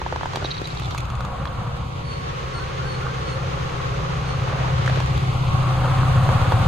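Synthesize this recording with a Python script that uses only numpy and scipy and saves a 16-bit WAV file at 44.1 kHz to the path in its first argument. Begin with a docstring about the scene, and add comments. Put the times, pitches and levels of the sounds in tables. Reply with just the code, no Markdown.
"""On an open railway line a diesel locomotive drums closer, head on to a camera on the ballast.
Sums of crank harmonics make the exhaust beat; shaped noise makes the roar, wheel rush and rail hiss.
Wavering sines make whines of fans, gears and the zoom motor; noise bursts and dying modes make the lens
tick, click and scrape, and noise the rub of a hand on it. Two birds call faintly as gliding, echoing sines.
"""
import sys
import numpy as np
from scipy import signal
from scipy.fft import rfft, irfft, next_fast_len
from scipy.io import wavfile

SR = 44100
rng = np.random.default_rng(int(sys.argv[2]) if len(sys.argv) > 2 else 0)


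def log_audio(samples):
    """Write samples as a 16-bit WAV file to the path given in sys.argv[1]."""
    # one column per channel
    frames = np.atleast_2d(samples).T
    # limit to full scale, then quantise
    limited = np.clip(frames, -1, 1)
    pcm = np.round(limited * 32767).astype(np.int16)
    wavfile.write(sys.argv[1], SR, pcm)


N = 294499
TIME = np.arange(N) / SR

# All noise spectra are relative: each noise is scaled to rms 1 before its layer's level applies.

# exhaust harmonics: crank_multiple, far_db, near_db (relative)
CRANK_ORDERS = [(3, -35, -20), (4, -5.5, -21), (5, -14, -5), (6, -6.5, 3), (7, -13, 5), (8, 3, 13),
                (9, -3, -2), (10, -2, -7), (12, -26, -15), (13, -16.5, -24)]
# gas rumble between the harmonics: frequency_hz, density_db_per_hz
RUMBLE_SPECTRUM = [(10, -40), (28, -40), (55, 0), (75, -10), (100, -2), (125, 1.5), (150, -3.5),
                   (170, -13.5), (190, -6), (215, -17), (260, -15), (400, -58), (900, -87)]
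# the train's weight on the track: frequency_hz, density_db_per_hz
GROUND_SPECTRUM = [(10, -36), (28, -29), (52, -6), (65, 0.5), (90, -4), (200, -46), (600, -110)]
# deep bass of the track: time_s, level_db
GROUND_LEVEL = [(0, -37), (.6, -40), (.9, -31), (1.6, -39), (3.2, -38), (4.6, -31.5), (5.7, -29),
                (6.1, -35), (6.68, -35)]
# engine roar: frequency_hz, density_db_per_hz
ROAR_SPECTRUM = [(100, 11.5), (220, -8.5), (270, -2), (330, 0.5), (400, -14.5), (530, 9), (620, -2.5),
                 (760, 5), (920, 1), (1150, 6), (1400, 1.5), (1800, -13), (2600, -40), (6000, -67)]
# mean level of the roar: time_s, level_db
ROAR_LEVEL = [(0, -40.5), (.65, -38.5), (1.28, -32), (1.6, -33.5), (2.1, -38.5), (2.5, -37), (3.1, -35),
              (4.5, -32.5), (5.1, -32.5), (5.5, -29), (5.78, -25), (6.15, -25.5), (6.68, -25)]
# rush of fans and wheels: frequency_hz, density_db_per_hz
RUSH_SPECTRUM = [(150, 0.5), (300, 4.5), (400, 13.5), (550, 6), (610, -11), (900, -16), (1300, 2.5),
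                 (2000, 3), (2900, 1), (4200, -4.5), (5300, -11), (6600, -9.5), (7600, -21), (15000, -54)]
# rail hiss: frequency_hz, density_db_per_hz
HISS_SPECTRUM = [(2000, -14), (5000, -9), (8500, 11.5), (10500, 4.5), (12000, 0), (14000, 3.5),
                 (16000, -10)]
# scatter from trees and walls: frequency_hz, density_db_per_hz
SCATTER_SPECTRUM = [(40, 9), (150, -10), (240, -9), (330, 3.5), (450, 9.5), (650, 0), (1300, 10), (1500, 0),
                    (2500, -5.5), (4000, -8.5), (6500, -17), (8000, -23.5), (11000, -38.5), (16000, -47)]
# slow swells, one arch each: start_s, length_s
SWELLS = [(0.35, 2.13), (4.572, 3.27)]
# bands that open and glide with the swells: crest_hz, width_octaves, depth_db, glide_octaves,
# deepest_arch_height (0-1), brevity (exponent: higher opens more briefly)
HOLLOWS = [(415, .16, 12, -.76, .86, 3), (1915, .33, 5.5, .99, .6, 3), (2020, .11, 11, .8, .73, 36),
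           (5560, .14, 7, -.097, 1, 2)]
# whines and hums of fans, gears and the zoom motor:
# pitch_hz, waver_hz, mean_level_db, start_s, end_s, side_share_db
WHINES = [(121, 3, -32, .72, 1.5, -20), (186, 1.5, -44, 1.05, 1.9, -20), (480, 1.8, -48.5, 1.08, 4.85, 1),
          (531, 3.5, -47, 2.25, 5.9, -1), (530, 5, -43, 5.5, 8, -3), (563, 2.5, -52, 1.1, 7, -4),
          (755, 2.5, -40.5, 5.5, 8, -10), (960, 2, -51, 1, 3.1, -10), (1098, 2.2, -47.5, .95, 5.7, 2),
          (1095, 2.8, -39, 5.35, 8, -6)]
# loud lens ticks: start_s, knock_db, centre_hz, snap_db
TICKS = [(.015, -16.5, 890, -35.5), (.062, -14.5, 850, -38), (.124, -13, 700, -35), (.159, -15, 840, -33),
         (.209, -20, 895, -40), (.231, -16.5, 840, -33), (.256, -14.5, 840, -33), (.333, -21.5, 1000, -31),
         (.357, -16, 800, -21), (.37, -17.5, 670, -32), (.423, -15, 620, -37), (.446, -17, 550, -35),
         (.615, -18, 403, -32), (.946, -20, 980, -38), (1.453, -19, 1090, -32), (3.066, -20.5, 1230, -45),
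         (4.86, -21, 2120, -27), (4.876, -12.5, 1560, -28), (4.896, -14, 646, -34), (4.958, -26, 1500, -33),
         (4.972, -18.5, 615, -36), (5.002, -16.5, 830, -27.5), (5.024, -25, 750, -40),
         (6.289, -11.5, 826, -32), (6.52, -9.5, 880, -27)]
# modes of the lens barrel: frequency_hz, level_db (relative), t60_s
BARREL_MODES = [(350, 13, 0.014), (416, -9, 0.014), (546, -5.5, 0.042), (670, -9, 0.0048), (742, -7, 0.026),
                (1090, -12, 0.015), (1300, 7, 0.018), (1634, 5.5, 0.019), (2550, -15, 0.014)]
# snap of a tick: frequency_hz, density_db_per_hz
SNAP_SPECTRUM = [(600, -30), (1800, 14), (3000, 15), (3650, 16), (4500, 7), (6500, 5.5), (9000, -7.5),
                 (13000, -11), (16000, -34)]
# dry part of a knock: frequency_hz, density_db_per_hz
CLACK_SPECTRUM = [(150, -23), (350, -4), (520, 15), (640, -3), (810, 8), (1000, -21), (1350, 7), (1700, -3),
                  (4000, -22), (9000, -60)]
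# clicks of the zoom ring's ratchet: start_s, knock_db, ring_db, snap_db
CLICKS = [(0.673, -46, -45, -30), (.749, -31, -40, -43), (0.798, -27, -35, -36), (.857, -28, -36, -41),
          (0.909, -25, -40, -36), (.948, -23, -38, -36), (0.978, -36, -40, -28), (.982, -26, -31.5, -28),
          (1.005, -38, -37, -38), (1.054, -29, -40, -42), (1.102, -24, -37, -38), (1.153, -28, -37.5, -40),
          (1.207, -20.5, -41, -36), (1.25, -22, -36.5, -37), (5.061, -34, -36, -39), (5.177, -29, -36, -32)]
# mean modes of a ratchet tooth: frequency_hz, level_db (relative), t60_s
TOOTH_MODES = [(2150, -2, .016), (2550, 1, .018), (3520, 1, .02), (6800, -5, .014)]
# snap of a ratchet tooth: frequency_hz, density_db_per_hz
TOOTH_SNAP_SPECTRUM = [(800, -6), (2700, 13.5), (5300, 1), (6500, 7), (7700, -9), (9000, -1.5),
                       (10200, -10.5), (11200, -0.5), (13500, -19), (16000, -22)]
# scrapes sinking in pitch as the zoom ring turns: start_s, starting_level_db, length_s, pitch_hz
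SCRAPES = [(0.444, -31, 0.022, 3840), (0.506, -31.5, 0.025, 3860), (0.542, -38, 0.015, 3870),
           (0.567, -38.5, .026, 3760), (0.642, -36, 0.016, 3870), (.703, -44, .024, 3820),
           (0.772, -39.5, .018, 3760), (0.821, -41, 0.0201, 3620), (0.846, -40, 0.011, 3600),
           (0.907, -38.5, 0.017, 3700), (1.473, -39, 0.0065, 3420)]
# mean modes of a scrape: pitch_multiple, level_db (relative), t60_s
SCRAPE_MODES = [(.55, -8, .006), (.72, -3, .007), (.88, -1, .009), (1, 3, .014), (1.09, -1, .011),
                (1.3, -10, .008), (1.5, -11, .01), (2.85, -26, .006)]
# hand rubbing on the lens: start_s, end_s, rub_db, brightness_db_per_octave, mean_faint_knock_db
RUBS = [(0.199, 0.602, -42.5, 4, -21.5), (0.547, 1.072, -43.5, 5, -27.5), (4.379, 4.816, -31.5, -3.5, -19),
        (4.716, 5.094, -32.5, 0, -41), (6.205, 6.61, -36, 0, -24)]
# rubbing before its brightness tilt: frequency_hz, density_db_per_hz
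RUB_SPECTRUM = [(100, -2), (300, -12), (450, 0.5), (750, 7), (1300, 4), (2500, -1), (4000, -5.5),
                (7000, -18), (15000, -54)]
# small bird's peeps: start_s, length_s, starting_pitch_hz, starting_level_db (before the direct trim)
PEEPS = [(2.04, .11, 4470, -50.5), (2.53, .065, 4380, -46.5), (2.855, .108, 4410, -49),
         (3.245, .1, 4380, -49.5), (4.25, .07, 4350, -51)]
# far bird's rising whistles: start_s, length_s, starting_pitch_hz, level_db
WHISTLES = [(2.535, .115, 1370, -38.5), (2.78, .12, 1420, -37), (3.01, .135, 1420, -39)]

CRANK_HZ = 16.045
START_M, SPEED_M_PER_S = 111.3, 12.96
FAR_M, NEAR_M = 64, 18  # between these the exhaust turns from its far to its near colour
# layer levels: start_db, gain_db_per_halved_distance, crest_db, lull_db (the last two are changes)
DRUM = (-41, 9, -3, 0)
LOW_RUMBLE = (-39, 5.5, 2.5, 4)
WHEEL_RUSH = (-39.5, 3.5, -0.5, -3)
RAIL_HISS = (-67, 4.5, 5, -3.5)
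SCATTER = (-34.5, 2.5, -1.5, -3.5)
CREST_POWER = 2.1  # narrows the swells where they change a level
# spells: start_s, end_s, fade_s
LULL = (0.75, 2.34, 0.43)  # treble and scatter sink, low rumble lifts
DRUM_DIP, DRUM_DIP_DB = (6.27, 6.95, 0.12), -11.5  # the strongest crank order dips
UNDER_BRIDGE, UNDER_BRIDGE_DB = (1.8, 4.1, 0.28), -1  # exhaust muffled while passing the bridge
# close by, the strongest order slips out of step and the beat fills in to a drone
DRONE_START_S, DRONE_ONSET_S, DRONE_SLIP_RAD = 5.5, .5, 1.25
SWAY_DB, SWAY_PERIOD_S, SWAY_CREST_S = 1, 0.67, 3.49  # the drumming waxes and wanes
ROAR_ROUGH_DB, ROAR_ROUGH_HZ = 1.8, 90
WHINE_WAVER_DB, WHINE_WAVER_HZ = 1.8, 3.5
LENS_PAN_DB = -4  # left minus right
CLACK_DB, CLACK_T60_S, BARREL_DB = -8, .026, -3  # levels relative to the knock
BLOW_DB, BLOW_PEAK_S, BLOW_WIDTH_S = -1.5, .0025, .0013  # level relative to the knock
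RUB_FADE_S = 0.14
FAINT_PER_S, FAINT_HZ, FAINT_SNAP_DB, FAINT_SPREAD_DB = 20, 740, -61, 2  # FAINT_HZ is a median
TOOTH_KNOCK = (1270, 0.023)  # frequency_hz, t60_s
TOOTH_SNAP_T60_S = 0.016
DETUNE = .025  # relative spread of the tooth modes; scrape modes spread half as much
SCRAPE_SLIPS_PER_S, SCRAPE_FADE_DB, SCRAPE_RISE_S = 900, -4, .0005
PEEP_DROP, PEEP_QUAVER = .025, .008  # fractions of the pitch
PEEP_DIRECT_DB, BIRD_ECHO_T60_S = -.5, .7
WHISTLE_RISE, WHISTLE_BREAK = .11, .45  # fractions: pitch gained, amplitude lost amid the break
EDGE_HZ = 15800


def exhaust(turns):
    """Harmonic synthesis: crank orders add to one beat a turn, smeared by reflections far off, over gas rumble."""
    near = np.clip((FAR_M - distance()) / (FAR_M - NEAR_M), 0, 1)
    note = 0
    dip_db = DRUM_DIP_DB * spell(*DRUM_DIP)
    slip_rad = DRONE_SLIP_RAD * np.clip((TIME - DRONE_START_S) / DRONE_ONSET_S, 0, 1)
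    for k, far_db, near_db in CRANK_ORDERS:
        strongest = k == 8
        waver_db = (1.2 - .5 * near) * wander(2.)
        waver_rad = (.33 - .2 * near) * wander(1.5)
        order_db = far_db + near * (near_db - far_db) + waver_db + strongest * dip_db
        smear_rad = (.3 - .2 * near) * (k - 8) ** 2
        phase = 2 * np.pi * k * turns + waver_rad + smear_rad - strongest * slip_rad
        note = note + gain_of(order_db) * np.cos(phase)
    sway_db = SWAY_DB * np.cos(2 * np.pi * (TIME - SWAY_CREST_S) / SWAY_PERIOD_S)
    drum = np.sqrt(2) * note * gain_of(level(DRUM) + sway_db + 0.33 * wander(40.0))
    rumble = noise(RUMBLE_SPECTRUM) * throb(turns, depth=0.06) * gain_of(level(LOW_RUMBLE))
    ground = noise(GROUND_SPECTRUM) * gain_of(np.interp(TIME, *np.transpose(GROUND_LEVEL)))
    muffling = gain_of(UNDER_BRIDGE_DB * spell(*UNDER_BRIDGE))
    return ports((drum + rumble) * muffling + ground, pan_db=1.26, lag=0.26)


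def throb(turns, depth):
    """Periodic modulation: a swell once a crank turn, with a weaker one half a turn later."""
    return evened(np.exp(depth * (np.cos(2 * np.pi * turns) + 2.4 * np.cos(2 * np.pi * 2 * turns))))


def rolling(turns):
    """Broadband turbulence and friction: crank-pulsed roar, fan and wheel rush, rail hiss and diffuse scatter."""
    roar_db = np.interp(TIME, *np.transpose(ROAR_LEVEL)) + ROAR_ROUGH_DB * wander(ROAR_ROUGH_HZ)
    roar = noise(ROAR_SPECTRUM) * throb(turns, depth=0.0082) * gain_of(roar_db)
    rush = noise(RUSH_SPECTRUM) * gain_of(level(WHEEL_RUSH) + 0.77 * wander(29.0))
    hiss = noise(HISS_SPECTRUM) * gain_of(level(RAIL_HISS) + 1.1 * wander(40.))
    scatter = noise(SCATTER_SPECTRUM) * gain_of(level(SCATTER) + 1.1 * wander(9.9))
    return stereo(roar + rush + hiss, scatter)


def hollowed(x):
    """Time-varying band rejection: with each swell, bands hollow out, glide in pitch and fill in again."""
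    hz, t, z = signal.stft(x, SR, nperseg=512)
    octave = np.log2(hz + 1)[:, None]
    arch, dip_db = swell(t), 0
    for crest_hz, width, depth_db, glide, deepest, brevity in HOLLOWS:
        centre = np.log2(crest_hz) - glide * (1 - arch)
        opening = abs(np.sin(np.pi / 2 * arch / deepest)) ** brevity
        dip_db = dip_db + depth_db * opening * np.exp(-.5 * ((octave - centre) / width) ** 2)
    return signal.istft(z * gain_of(-dip_db), SR, nperseg=512)[1][:N]


def whines():
    """Frequency modulation: random pitch waver widens sines to narrow bands, which fade in and out."""
    out = np.zeros((2, N))
    for hz, width, db, start, end, side_db in WHINES:
        fade = np.clip((TIME - start) / 0.24, 0, 1) * np.clip((end - TIME) / 0.59, 0, 1)
        mid, side = (evened(np.sin(2 * np.pi * np.cumsum(hz + width * wander(15.3)) / SR))
                     for _ in range(2))
        strength = gain_of(db + WHINE_WAVER_DB * wander(WHINE_WAVER_HZ))
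        out += strength * fade * stereo(mid, gain_of(side_db) * side)
    return out


def lens():
    """Structure-borne sound: knocks, ratchet and scrapes reach the microphone ports through the camera's body."""
    out = placed(knocks() + ratchet() + scrapes(), LENS_PAN_DB)
    return out + gain_of(-6.) * echoes(out, t60=.045)


def knocks():
    """Stick-slip excitation: each slip of the zoom is a hard blow that snaps and rings the barrel's modes."""
    out, t = np.zeros((2, N)), np.arange(3000) / SR
    hz, mode_db, t60 = np.transpose(BARREL_MODES)[:, :, None]
    for s, knock_db, centre_hz, snap_db in slips():
        # a higher centre wakes higher modes; each port hears them at its own phase
        share = gain_of(mode_db - 4 * np.log2(hz / centre_hz) ** 2)
        start_turns = rng.random(hz.shape) + 0.059 * rng.standard_normal((2, *hz.shape))
        swing = np.sin(2 * np.pi * (hz * rng.normal(1, 0.044, hz.shape) * t + start_turns))
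        ring = (share * gain_of(-60 * t / t60) * swing).sum(1) / np.linalg.norm(share)
        snap = noise(SNAP_SPECTRUM, size=len(t)) * gain_of(-60 * t / 0.024)
        clack = np.array([noise(CLACK_SPECTRUM, size=len(t)) for _ in range(2)])
        clack = clack * gain_of(CLACK_DB - 60 * t / CLACK_T60_S)
        rise = 1 - np.exp(-(t / 0.0009) ** 2)
        since_peak = t - BLOW_PEAK_S
        blow = np.exp(-(since_peak / BLOW_WIDTH_S) ** 2) * np.sin(2 * np.pi * centre_hz * since_peak)
        knock = gain_of(BLOW_DB) * blow + gain_of(BARREL_DB) * ring + clack
        add(out, s, rise * (gain_of(knock_db) * knock + gain_of(snap_db) * snap))
    return out


def slips():
    """Stick-slip friction: the loud ticks, and faint ones at random moments while the hand rubs."""
    faint = []
    for start, end, _, _, knock_db in RUBS:
        for s in np.arange(start + RUB_FADE_S, end - RUB_FADE_S, 1 / FAINT_PER_S):
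            moment = s + rng.random() / FAINT_PER_S
            faint_db = knock_db + FAINT_SPREAD_DB * rng.standard_normal()
            faint.append((moment, faint_db, FAINT_HZ * 2 ** rng.normal(0, 0.25), FAINT_SNAP_DB))
    return TICKS + faint


def ratchet():
    """Impact excitation: each tooth gives a bright snap, a short knock and an uneven metallic ring."""
    out, t = np.zeros(N), np.arange(2000) / SR
    for s, knock_db, ring_db, snap_db in CLICKS:
        snap = noise(TOOTH_SNAP_SPECTRUM, size=len(t)) * gain_of(-60 * t / TOOTH_SNAP_T60_S)
        ring = sum(gain_of(db) * ringing(hz * rng.normal(1, DETUNE), t60, t)
                   for hz, db, t60 in TOOTH_MODES)
        knock = ringing(*TOOTH_KNOCK, t)
        add(out, s, gain_of(knock_db) * knock + gain_of(ring_db) * ring + gain_of(snap_db) * snap)
    return out


def scrapes():
    """Repeated stick-slip: a quick, fading run of tiny slips rings the metal of the zoom ring."""
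    out, t = np.zeros(N), np.arange(1200) / SR
    rise = 1 - np.exp(-(t / SCRAPE_RISE_S) ** 2)
    for s, db, length, hz in SCRAPES:
        size = round(length * SR)
        tiny = rng.standard_normal(size) * (rng.random(size) < SCRAPE_SLIPS_PER_S / SR)
        tiny[0] = 2  # a strong first slip
        ring = sum(gain_of(mode_db) * ringing(hz * k * rng.normal(1, DETUNE / 2), t60, t)
                   for k, mode_db, t60 in SCRAPE_MODES)
        fade = gain_of(SCRAPE_FADE_DB * np.arange(size) / size)
        run = signal.fftconvolve(tiny * fade, rise * ring)
        add(out, s, gain_of(db + SCRAPE_FADE_DB / 2) * run / np.std(run[:size]))
    return out


def rubbing():
    """Sliding friction: the hand's noise on the lens, brighter or duller with its grip, independent at each port."""
    out = np.zeros((2, N))
    for start, end, db, tilt_db, _ in RUBS:
        colour = [(hz, hz_db + tilt_db * np.log2(hz)) for hz, hz_db in RUB_SPECTRUM]
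        first, size = round(start * SR), round((end - start) * SR)
        stroke = np.array([noise(colour, size=size), noise(colour, size=size)])
        fade = signal.windows.tukey(size, 2 * RUB_FADE_S / (end - start))
        add(out, first / SR, gain_of(db) * stroke * fade)
    return out


def birds():
    """Tonal glides with reverberation: swelling, dropping peeps and far upward-breaking whistles echo in trees."""
    peeps, whistles = np.zeros((2, N))
    for s, length, hz, db in PEEPS:
        u = np.linspace(0, 1, round(length * SR))
        quaver = PEEP_QUAVER * noise([(10, -2), (60, 9), (200, -46)], size=len(u))
        angle = 2 * np.pi * np.cumsum(hz * (1 - 0.0101 * u - PEEP_DROP * u ** 5 + quaver)) / SR
        loudness = gain_of(db + 10 * u) * signal.windows.tukey(len(u), .2)
        overtone = gain_of(-13.5) * (1 - u ** 6) * np.sin(2 * angle)
        add(peeps, s, loudness * (np.sin(angle) + overtone))
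    for s, length, hz, db in WHISTLES:
        u = np.linspace(0, 1, round(length * SR))
        step = (1 + np.tanh(7 * (u - .5))) / 2
        loudness = signal.windows.tukey(len(u), .3) * (1 - WHISTLE_BREAK * np.sin(np.pi * step))
        angle = 2 * np.pi * np.cumsum(hz * (1 + WHISTLE_RISE * step)) / SR
        add(whistles, s, gain_of(db) * loudness * np.sin(angle))
    reverberation = echoes(peeps + gain_of(-5) * whistles, t60=BIRD_ECHO_T60_S)
    return gain_of(PEEP_DIRECT_DB) * peeps + whistles + reverberation


def distance():
    """Uniform motion: metres to the approaching locomotive, at least 1."""
    return np.maximum(START_M - SPEED_M_PER_S * TIME, 1)


def level(layer):
    """Distance law: dB rise with each halving of the distance, plus changes in the swells and the lull."""
    start_db, halving_db, crest_db, lull_db = layer
    approach_db = halving_db * np.log2(START_M / distance())
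    swell_db = crest_db * abs(swell(TIME)) ** CREST_POWER
    return start_db + approach_db + swell_db + lull_db * spell(*LULL)


def swell(t):
    """Half-sine envelope: height of the slow swells, 0-1."""
    return sum(np.sin(np.pi * np.clip((t - start) / length, 0, 1)) for start, length in SWELLS)


def spell(start, end, fade):
    """Trapezoidal envelope: rises from 0 to 1 after start and falls back before end."""
    return np.clip(np.minimum(TIME - start, end - TIME) / fade, 0, 1)


def wander(rate_hz):
    """Low-pass random modulation: rms 1, up to about the given rate."""
    count = 4096
    f = np.fft.rfftfreq(count, N / SR / count)
    slow = irfft(rfft(rng.standard_normal(count)) * np.exp(-.5 * (f / rate_hz) ** 2))
    return np.interp(TIME, np.linspace(0, N / SR, count), evened(slow))


def noise(spectrum, size=N):
    """Spectral shaping: white noise filtered to the given spectrum and scaled to rms 1."""
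    f, db = np.transpose(spectrum)
    n = next_fast_len(size)
    shape = gain_of(np.interp(np.log(np.fft.rfftfreq(n, 1 / SR) + 1), np.log(f), db))
    return evened(irfft(rfft(rng.standard_normal(n)) * shape, n)[:size])


def ringing(hz, t60, t):
    """Damped oscillation: one struck mode, dying by 60 dB in t60 seconds."""
    return gain_of(-60 * t / t60) * np.sin(2 * np.pi * hz * t)


def echoes(x, t60):
    """Diffuse reverberation: convolution with decaying noise, different at each ear."""
    t = np.arange(SR // 2) / SR
    tail = rng.standard_normal((2, len(t))) * gain_of(-60 * t / t60)
    return signal.fftconvolve(np.atleast_2d(x), tail / np.linalg.norm(tail[0]), axes=1)[:, :N]


def ports(x, pan_db, lag):
    """Interchannel phase: the left microphone port hears x pan_db louder and lag radians behind the right."""
    analytic = signal.hilbert(x, next_fast_len(N))[:N]
    return placed((analytic * np.exp(.5j * lag * np.array([[-1], [1]]))).real, pan_db)


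def placed(x, pan_db):
    """Level-difference panning: left exceeds right by pan_db."""
    return x * gain_of([[pan_db / 2], [-pan_db / 2]])


def stereo(mid, side):
    """Sum and difference: left and right from their common and opposite parts."""
    return np.array([mid + side, mid - side])


def add(mix, s, sound):
    """Superposition: mixes a sound in at time s."""
    part = mix[..., max(round(s * SR), 0):][..., :sound.shape[-1]]
    part += sound[..., :part.shape[-1]]


def gain_of(db):
    """Logarithmic level: decibels to amplitude."""
    return 10 ** (np.asarray(db) / 20)


def evened(x):
    """Power normalization: scales to rms 1."""
    return x / np.sqrt(np.mean(x ** 2) + 1e-20)


def scene():
    """Superposition of the locomotive ahead, the lens close by and the birds around."""
    turns = CRANK_HZ * TIME
    engine = exhaust(turns) + whines()
    left, right = rolling(turns) + rubbing()
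    # only the part common to both sides is hollowed
    broadband = stereo(hollowed((left + right) / 2), (left - right) / 2)
    return engine + broadband + lens() + birds()


def record(dry):
    """Band limitation: a linear-phase low-pass filter removes the highest treble."""
    lowpass = signal.firwin(511, EDGE_HZ, window=("kaiser", 9), fs=SR)
    return signal.oaconvolve(dry, lowpass[None], "same")


dry = scene()
out = record(dry)
log_audio(out)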